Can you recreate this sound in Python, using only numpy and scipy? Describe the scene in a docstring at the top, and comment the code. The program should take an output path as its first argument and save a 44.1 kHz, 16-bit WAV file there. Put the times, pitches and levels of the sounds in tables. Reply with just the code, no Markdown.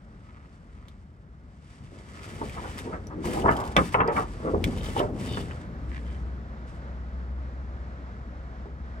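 """A stiff laminated sheet is picked up and handled inside a parked, idling car.
It buckles in swells of tiny pops, snaps through as bulges flip, and flaps in dull lumps as it bends.
It hisses as it slides, its hard edge scrapes and ticks, and the film crackles where fingers pinch it.
Two soft sleeve swishes and a low seat groan come first. Underneath, the engine rumbles, the cabin
booms and the vents blow. Two close microphone ports spread the scene into stereo."""
import sys
import numpy as np
from scipy import signal
from scipy.fft import rfft, irfft, next_fast_len
from scipy.io import wavfile
from scipy.ndimage import uniform_filter1d, map_coordinates

SR = 44100
rng = np.random.default_rng(int(sys.argv[2]) if len(sys.argv) > 2 else 0)


def unload_wav(signal):
    """Save mono or channel-first audio to the path in sys.argv[1] as 16-bit WAV at rate SR, clipped to [-1, 1]."""
    wavfile.write(
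        sys.argv[1],
        SR,
        np.round(np.clip(np.atleast_2d(signal).T, -1, 1) * 32767).astype(np.int16),
    )


N = 396900

# idle rumble fader: time_s, level_db
RUMBLE_LEVEL = [(0, -48), (2, -49), (2.6, -41), (5.3, -35.5), (6.6, -41), (9, -43)]
# cabin boom at the moving microphone: time_s, level_db
BOOM_LEVEL = [(0, -53.5), (5.55, -59), (5.85, -35), (6.33, -35.5), (6.55, -43), (7.3, -33), (7.9, -39),
              (8.5, -40.5)]
# vent air fader: time_s, level_db
AIR_LEVEL = [(.3, -59.5), (1.2, -63), (1.8, -61.5), (2.4, -52), (6.1, -49), (9, -50)]
# flapping, louder as the sheet is bent harder: time_s, level_db
BEND_LEVEL = [(1.8, -60.5), (2.3, -44), (4.3, -51.5), (4.6, -32), (4.9, -37.5), (5.1, -35.5), (5.4, -35),
              (5.65, -56), (6.3, -48.5)]
# EQ curves for rumble, vent air, sliding and bending: frequency_hz, gain_db
RUMBLE_EQ = [(30, -43), (44, 0), (52, -7.5), (75, -4.5), (110, -11), (220, -13), (350, -25), (2000, -70.5)]
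AIR_EQ = [(100, -30), (300, -2.5), (600, 0), (1000, -4.5), (1600, -3.5), (2500, -19.5), (4000, -25),
          (5800, -30), (8000, -38), (13000, -65)]
SLIDE_EQ = [(200, -18), (800, 8), (2100, 8.5), (4100, 0.5), (5500, 2.5), (7000, -1), (8500, 5.5),
            (15500, -8)]
BEND_EQ = [(40, -54), (85, 7), (160, 0), (340, -1.5), (580, -10.5), (1000, -20.5), (2500, -60)]
# the cabin's reverb time: frequency_hz, t60_s
CABIN_DECAY = [(150, 0.33), (1000, 0.1), (3000, 0.061)]
# how alike the two ports sound: frequency_hz, likeness (0 to 1)
PORT_LIKENESS = [(150, .98), (1000, .87), (2000, .72), (6000, .4), (8300, .9)]
# phase of left ahead of right: frequency_hz, lead_rad
PORT_LEAD = [(300, 0.22), (500, 0.69), (800, 1.73), (1300, 1.94), (1800, 3.88), (2250, 6.54), (3000, 7.53),
             (7000, 7.5), (8300, 4.66)]
# level of left over right: frequency_hz, balance_db
PORT_BALANCE = [(60, 1), (170, 3), (650, -2.5), (980, 2), (1700, -3), (5200, 6), (8300, 0.5)]
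# the sheet's ringing modes: pitch_hz, width_hz, relative_db
SHEET_MODES = [(410, 171, -7), (960, 214, -2.5), (1160, 180, 0), (1245, 25, -1), (1320, 68, -2),
               (1710, 257, 1), (2000, 35, -3), (2260, 80, -2.5), (2680, 110, -2), (3000, 110, 2),
               (3300, 69, -3), (3580, 55, 1), (4620, 110, -1)]
# strokes of sleeve and sheet sliding: start_s, end_s, relative_db
SLIDE_STROKES = [(0.144, 0.867, -75.5), (1.683, 2.13, -68), (2.26, 2.748, -56), (2.782, 2.797, -51),
                 (3.256, 3.39, -48.5), (3.437, 3.725, -59), (3.776, 3.878, -50), (3.928, 3.939, -48.5),
                 (4.132, 4.204, -51), (4.234, 4.518, -61), (4.638, 4.792, -56), (4.838, 5, -51),
                 (5.21, 5.419, -53), (5.47, 5.612, -64.5), (5.905, 6.174, -67.5), (6.68, 6.756, -67.5)]
# two soft sleeve swishes, then the sheet's edge scraping: start_s, end_s, level_db, centre_hz
SWISHES_AND_SCRAPES = [(0.15, 0.55, -59.5, 1200), (.65, 1.0, -61.5, 1200), (2.05, 2.38, -51.5, 1300),
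                       (2.45, 2.83, -49.5, 2000), (3.24, 3.42, -45.5, 2100), (4.753, 4.93, -48, 2700),
                       (4.955, 5.025, -38.5, 2500), (5.25, 5.44, -43, 3600), (5.891, 6.01, -45.5, 1600),
                       (6.03, 6.2, -54.5, 2100)]
# fingers pinching the film: start_s, end_s, level_db
FILM_PINCHES = [(3.5, 3.68, -50), (4.77, 4.87, -50)]
# ticks of the hard edge and fingertips: start_s, relative_db, pitch_hz
EDGE_TICKS = [(0.884, -46.5, 3580), (2.496, -36, 2400), (3.0704, -43, 5880), (3.42, -37.5, 2970),
              (3.523, -37, 2900), (3.5666, -37, 3120), (3.6395, -41.5, 3120), (3.767, -31.5, 5660),
              (3.766, -19.5, 3520), (4.0764, -39, 4960), (4.6411, -22, 2296), (4.6416, -25, 3430),
              (4.994, -28, 2980)]
# snaps and soft knocks of the sheet: start_s, relative_db, brightness_hz
SHEET_SNAPS = [(1.92, -43.5, 720), (1.958, -48, 770), (2.415, -32, 1080), (3.243, -34, 1540),
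               (3.443, -20, 900), (3.459, -15.5, 1470), (3.7652, -5.5, 3350), (3.772, -17.5, 267),
               (3.9432, -13, 2570), (3.948, -13.5, 1670), (4.005, -17, 2730), (4.165, -21.5, 2160),
               (4.450, -24.5, 740), (4.536, -22.5, 448), (4.648, -22.5, 263), (4.964, -23.5, 890),
               (5.372, -25.5, 1490), (5.51, -34.5, 2760), (8.656, -37.5, 680)]
# a low seat groan, then the sheet's buckling swells:
# crest_s, relative_db, rise_s, brightness_hz, hollow_note_hz
GROAN_AND_BUCKLES = [(1.828, -44.5, 0.051, 198, 137), (2.421, -31, 0.012, 1040, 212),
                     (2.576, -37, 0.012, 1590, 855), (2.648, -38.5, 0.023, 1420, 885),
                     (2.875, -35, 0.027, 900, 386), (2.94, -35, 0.021, 1460, 1470),
                     (3.116, -43, 0.015, 1480, 1060), (3.185, -35, 0.06, 460, 370),
                     (3.275, -28, 0.027, 760, 250), (3.37, -29, 0.04, 820, 730),
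                     (3.458, -20.5, 0.019, 1080, 430), (3.491, -19.5, 0.019, 1540, 1250),
                     (3.59, -33, 0.071, 1350, 910), (3.784, -17.5, 0.012, 1550, 1090),
                     (4.006, -22.5, 0.028, 1630, 1100), (4.09, -24, 0.024, 1700, 437),
                     (4.182, -25, 0.022, 1710, 990), (4.475, -29, 0.037, 1170, 337),
                     (4.545, -19, 0.0048, 770, 280), (4.668, -28.5, 0.019, 466, 220),
                     (5.003, -24, 0.027, 1230, 570)]

BOOM_HZ, BOOM_WANDER_HZ = 63.3, 1.148  # the cabin's lowest resonance
SLIDE_ATTACK_S, SLIDE_RELEASE_S, SLIDE_EASE_PER_S = 0.0059, 0.029, 0.71
FIZZ_HZ, FIZZ_DB, FIZZ_SLOPE = 8850, -3, .85  # highest hiss: trim at the peak, extra dB lost per dB below
DRIFT_SHARE, DRIFT_RATE_HZ = .008, 9  # depth and speed of the rasp's pitch drift
RASP_REACH = 0.39  # spread of modes around a rasp's centre, as natural log of the pitch ratio
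TICK_NOTE_DB, TICK_NOTE_S = -17, .008  # the note that lingers under a click, and its decay
HOLLOW_DB, HOLLOW_Q, HOLLOW_GLIDE = 3, 3.5, .08  # a swell's note; glide is a share of pitch either way
SWELL_RELAX = 1.42  # a swell's fall time over its rise time
TOP_HZ, LOW_CUT_HZ = 15900, 36.0


def amp(db):
    """Decibels to gain."""
    return 10 ** (np.asarray(db) / 20)


def unit(x):
    """Scale to rms 1."""
    return x / np.sqrt(np.mean(x ** 2) + 1e-20)


def along(points, hz):
    """Read (frequency_hz, value) points on a log axis."""
    knots_hz, values = np.transpose(points)
    return np.interp(np.log(hz + 1), np.log(knots_hz + 1), values)


def fader(points):
    """Read (time_s, value) points at every sample."""
    return np.interp(np.arange(N) / SR, *np.transpose(points))


def gate(points):
    """Open for the time that a fader's points cover, with soft ends."""
    t = np.arange(N) / SR
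    return uniform_filter1d(((t > points[0][0]) & (t < points[-1][0])) * 1.0, size=2000)


def wobble(rate_hz):
    """A smooth random curve with rate_hz knots a second."""
    knots = rng.standard_normal(int(N * rate_hz / SR) + 4)
    return map_coordinates(knots, [np.arange(N) * rate_hz / SR])


def filtered(x, response):
    """Apply a complex frequency response."""
    size = next_fast_len(N + SR // 2)
    return irfft(rfft(x, size) * response(np.fft.rfftfreq(size, 1 / SR)), size)[..., :N]


def coloured(x, eq):
    """Apply an EQ curve and scale to rms 1."""
    return unit(filtered(x, lambda hz: amp(along(eq, hz))))


def dull(x, hz, order=4):
    """Roll off the treble above hz."""
    return signal.sosfilt(signal.butter(order, min(hz, SR / 2 - 1), fs=SR, output='sos'), x)


def slips(shape, rate_hz, spread_db):
    """Grain: tiny random impulses of uneven size, at rms 1."""
    hits = rng.random(shape) < rate_hz / SR
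    polarity = np.sign(rng.standard_normal(shape))
    sizes = amp(spread_db * np.clip(rng.standard_normal(shape), -2, 2))
    return unit(hits * polarity * sizes)


def add(track, start_s, sound):
    """Mix a sound into a track."""
    part = track[:, round(start_s * SR):][:, :sound.shape[1]]
    part += sound[:, :part.shape[1]]


def cabin(x, wet_db):
    """Direct sound and a short cabin tail; rows: what the ports share, what differs between them."""
    hz, t, noise = signal.stft(rng.standard_normal((2, SR // 5)), SR, nperseg=128)
    decay = amp(-60 * t / along(CABIN_DECAY, hz)[:, None])
    tail = signal.istft(noise * decay, SR, nperseg=128)[1]
    echo = amp(wet_db) * tail / np.linalg.norm(tail[0])
    echo[0, 0] += 1
    return signal.fftconvolve(x[None], echo / np.linalg.norm(echo, axis=1, keepdims=True), axes=1)


def ports(field):
    """Two microphone ports turn shared and differing sound into left and right, apart in phase and level."""
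    def width(hz):
        angle = np.arccos(np.clip(along(PORT_LIKENESS, hz), 0, 1)) / 2
        return np.array([np.cos(angle), np.sin(angle)])

    def pan(hz):
        half = np.array([[.5], [-.5]])
        return amp(half * along(PORT_BALANCE, hz)) * np.exp(1j * half * along(PORT_LEAD, hz))

    shared, differing = filtered(field, width)
    return filtered(np.array([shared + differing, shared - differing]), pan)


def car():
    """The bed: idle rumble, vent air and a boom that swells as the microphone moves through the cabin."""
    rumble = amp(fader(RUMBLE_LEVEL)) * coloured(rng.standard_normal((2, N)), RUMBLE_EQ)
    air = amp(fader(AIR_LEVEL) + 0.97 * wobble(8.6)) * coloured(rng.standard_normal((2, N)), AIR_EQ)
    phase = 2 * np.pi * np.cumsum(BOOM_HZ + BOOM_WANDER_HZ * wobble(12)) / SR
    boom = np.sqrt(2) * amp(fader(BOOM_LEVEL) + 0.95 * wobble(3.0)) * np.sin(phase)
    return rumble + air + np.outer([1, 0], boom)


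def sheet_ring(x, ring_db):
    """The laminate adds its modes to a push: each is a damped cosine."""
    t = np.arange(SR // 12) / SR
    ring = 0
    for hz, width_hz, db in SHEET_MODES:
        height = amp(db + ring_db) * 2 * np.pi * width_hz / SR
        ring += height * np.exp(-np.pi * width_hz * t) * np.cos(2 * np.pi * hz * t)
    return x + signal.oaconvolve(x, ring[None], axes=1)[:, :N]


def stroke_envelope():
    """Each sliding stroke rises, holds and dies away; long ones ease in and out more slowly."""
    t, power = np.arange(N) / SR, np.zeros(N)
    for start, end, db in SLIDE_STROKES:
        ease_s = SLIDE_EASE_PER_S * (end - start) ** 2
        before = np.maximum(start - t, 0) / (SLIDE_ATTACK_S + ease_s)
        after = np.maximum(t - end, 0) / (SLIDE_RELEASE_S + ease_s)
        power += (amp(db) * np.exp(-np.minimum(before + after, 20))) ** 2
    return np.sqrt(power)


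def sliding():
    """Cloth and smooth plastic rub: fine slips and coarser catches ring the sheet."""
    catches = .6 * slips((2, N), rate_hz=320, spread_db=5)
    stutter_db = 1.7 * wobble(40)
    friction = rng.standard_normal((2, N)) + catches
    rub = coloured(sheet_ring(friction, ring_db=-0.5), SLIDE_EQ)
    envelope = stroke_envelope()
    # the highest hiss is heard mainly in the loudest strokes
    fizz = filtered(rub, lambda hz: hz ** 8 / (hz ** 8 + FIZZ_HZ ** 8))
    fizz_gain = amp(FIZZ_DB) * (envelope / envelope.max()) ** FIZZ_SLOPE
    return amp(8.0 + stutter_db) * envelope * (rub + (fizz_gain - 1) * fizz)


def drifting(x):
    """Pitch wanders up and down a little."""
    playhead = np.arange(N) + DRIFT_SHARE * SR / DRIFT_RATE_HZ * wobble(DRIFT_RATE_HZ)
    return np.array([map_coordinates(row, [playhead]) for row in x])


def swishes_and_scrapes():
    """A sleeve, then the sheet's edge, catches and slips: a fine rasp coloured by modes near one pitch."""
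    track = np.zeros((2, N))
    for start, end, db, centre_hz in SWISHES_AND_SCRAPES:
        stroke = np.sqrt(np.hanning(round((end - start) * SR)))
        grain = slips((2, len(stroke)), rate_hz=550, spread_db=6.5)
        rasp = 0
        for hz, width_hz, mode_db in SHEET_MODES:
            mode = signal.iirpeak(hz, hz / (3 * width_hz), fs=SR)
            ringing = signal.lfilter(*mode, signal.lfilter(*mode, grain))
            nearness = np.exp(-(np.log(hz / centre_hz) / RASP_REACH) ** 2)
            rasp += nearness * amp(mode_db) ** 2 * ringing
        add(track, start, amp(db) * stroke * unit(rasp))
    return drifting(track)


def crackles():
    """Separate crisp crackles run through the pinched film."""
    track = np.zeros((2, N))
    for start, end, db in FILM_PINCHES:
        pops = slips(round((end - start) * SR), rate_hz=140, spread_db=4)
        crackle = unit(dull(pops, hz=5000, order=1))
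        add(track, start, amp(db) * cabin(crackle, wet_db=-2))
    return track


def ticks():
    """The hard edge clicks on fingers and trim and rings briefly; nearby surfaces scatter each click."""
    track, t = np.zeros((2, N)), np.arange(SR // 20) / SR
    for start, db, hz in EDGE_TICKS:
        decay = np.exp(-t / 0.001) + amp(TICK_NOTE_DB) * np.exp(-t / TICK_NOTE_S)
        ring = np.sin(2 * np.pi * hz * t) * decay
        crack = 0.36 * dull(rng.standard_normal(len(t)), hz=12000, order=2) * np.exp(-t / 0.0019)
        add(track, start, amp(db) * cabin(ring + crack, wet_db=-5))
    return amp(6.5) * track


def bending():
    """The held sheet flaps in slow, dull lumps, just left of the microphone."""
    shared, differing = coloured(slips((2, N), rate_hz=510, spread_db=2.5), BEND_EQ)
    side = np.array([[1], [-1]])
    lumps = shared + 0.24 * side * differing
    return amp(fader(BEND_LEVEL) + 0.99 * side) * gate(BEND_LEVEL) * lumps


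def snaps():
    """A bulge flips through at once: one push and a brief crackle ring the sheet."""
    track, t = np.zeros((2, N)), np.arange(SR // 20) / SR
    for start, db, bright_hz in SHEET_SNAPS:
        push = 0.13 * rng.standard_normal(len(t)) * np.exp(-t / 0.0021)
        push[0] += 1
        push = dull(push, bright_hz, order=6)
        # a duller push lasts longer, so it carries more energy at the same height
        push *= amp(db) * np.sqrt(SR / bright_hz) / np.linalg.norm(push)
        add(track, start, cabin(push, wet_db=-1))
    # the soft laminate swallows the top of every snap
    return dull(sheet_ring(track, ring_db=6), hz=3400, order=12)


def hollow_note(pops, hz, tightness):
    """A flexing surface adds a hollow note that glides up as tightness goes from 0 to 1."""
    slack = signal.lfilter(*signal.iirpeak(hz * (1 - HOLLOW_GLIDE), HOLLOW_Q, fs=SR), pops)
    taut = signal.lfilter(*signal.iirpeak(hz * (1 + HOLLOW_GLIDE), HOLLOW_Q, fs=SR), pops)
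    return pops + amp(HOLLOW_DB) * (np.sqrt(1 - tightness) * slack + np.sqrt(tightness) * taut)


def groan_and_buckles():
    """The seat groans low, then the sheet buckles: swells of small pops, each brightest at its crest."""
    track, t = np.zeros((2, N)), np.arange(-SR // 6, SR // 4) / SR
    for crest_s, db, rise_s, bright_hz, hollow_hz in GROAN_AND_BUCKLES:
        swell = np.exp(-np.abs(t) / np.where(t < 0, rise_s, SWELL_RELAX * rise_s))
        crisp, soft = slips((2, len(t)), rate_hz=1000, spread_db=2)
        pops = swell * (np.sqrt(swell) * dull(crisp, bright_hz) + 0.98 * dull(soft, 0.55 * bright_hz))
        tightness = (1 + np.tanh(t / rise_s)) / 2
        flex = cabin(hollow_note(pops, hollow_hz, tightness), wet_db=-3.5)
        gain = amp(db) * np.linalg.norm(swell) / (np.linalg.norm(flex[0]) + 1e-9)
        add(track, crest_s + t[0], gain * flex)
    return dull(sheet_ring(track, ring_db=-1.5), hz=3440, order=8)


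def scene():
    """The handled sheet over the bed of the idling car."""
    field = car() + sliding() + swishes_and_scrapes() + crackles()
    return ports(field + groan_and_buckles() + snaps() + ticks()) + bending()


def record(dry):
    """The microphone sheds the deepest bass, and nothing passes above the band limit."""
    return filtered(dry, lambda hz: (hz < TOP_HZ) * hz ** 4 / np.sqrt(hz ** 8 + LOW_CUT_HZ ** 8))


dry = scene()
out = record(dry)
unload_wav(out)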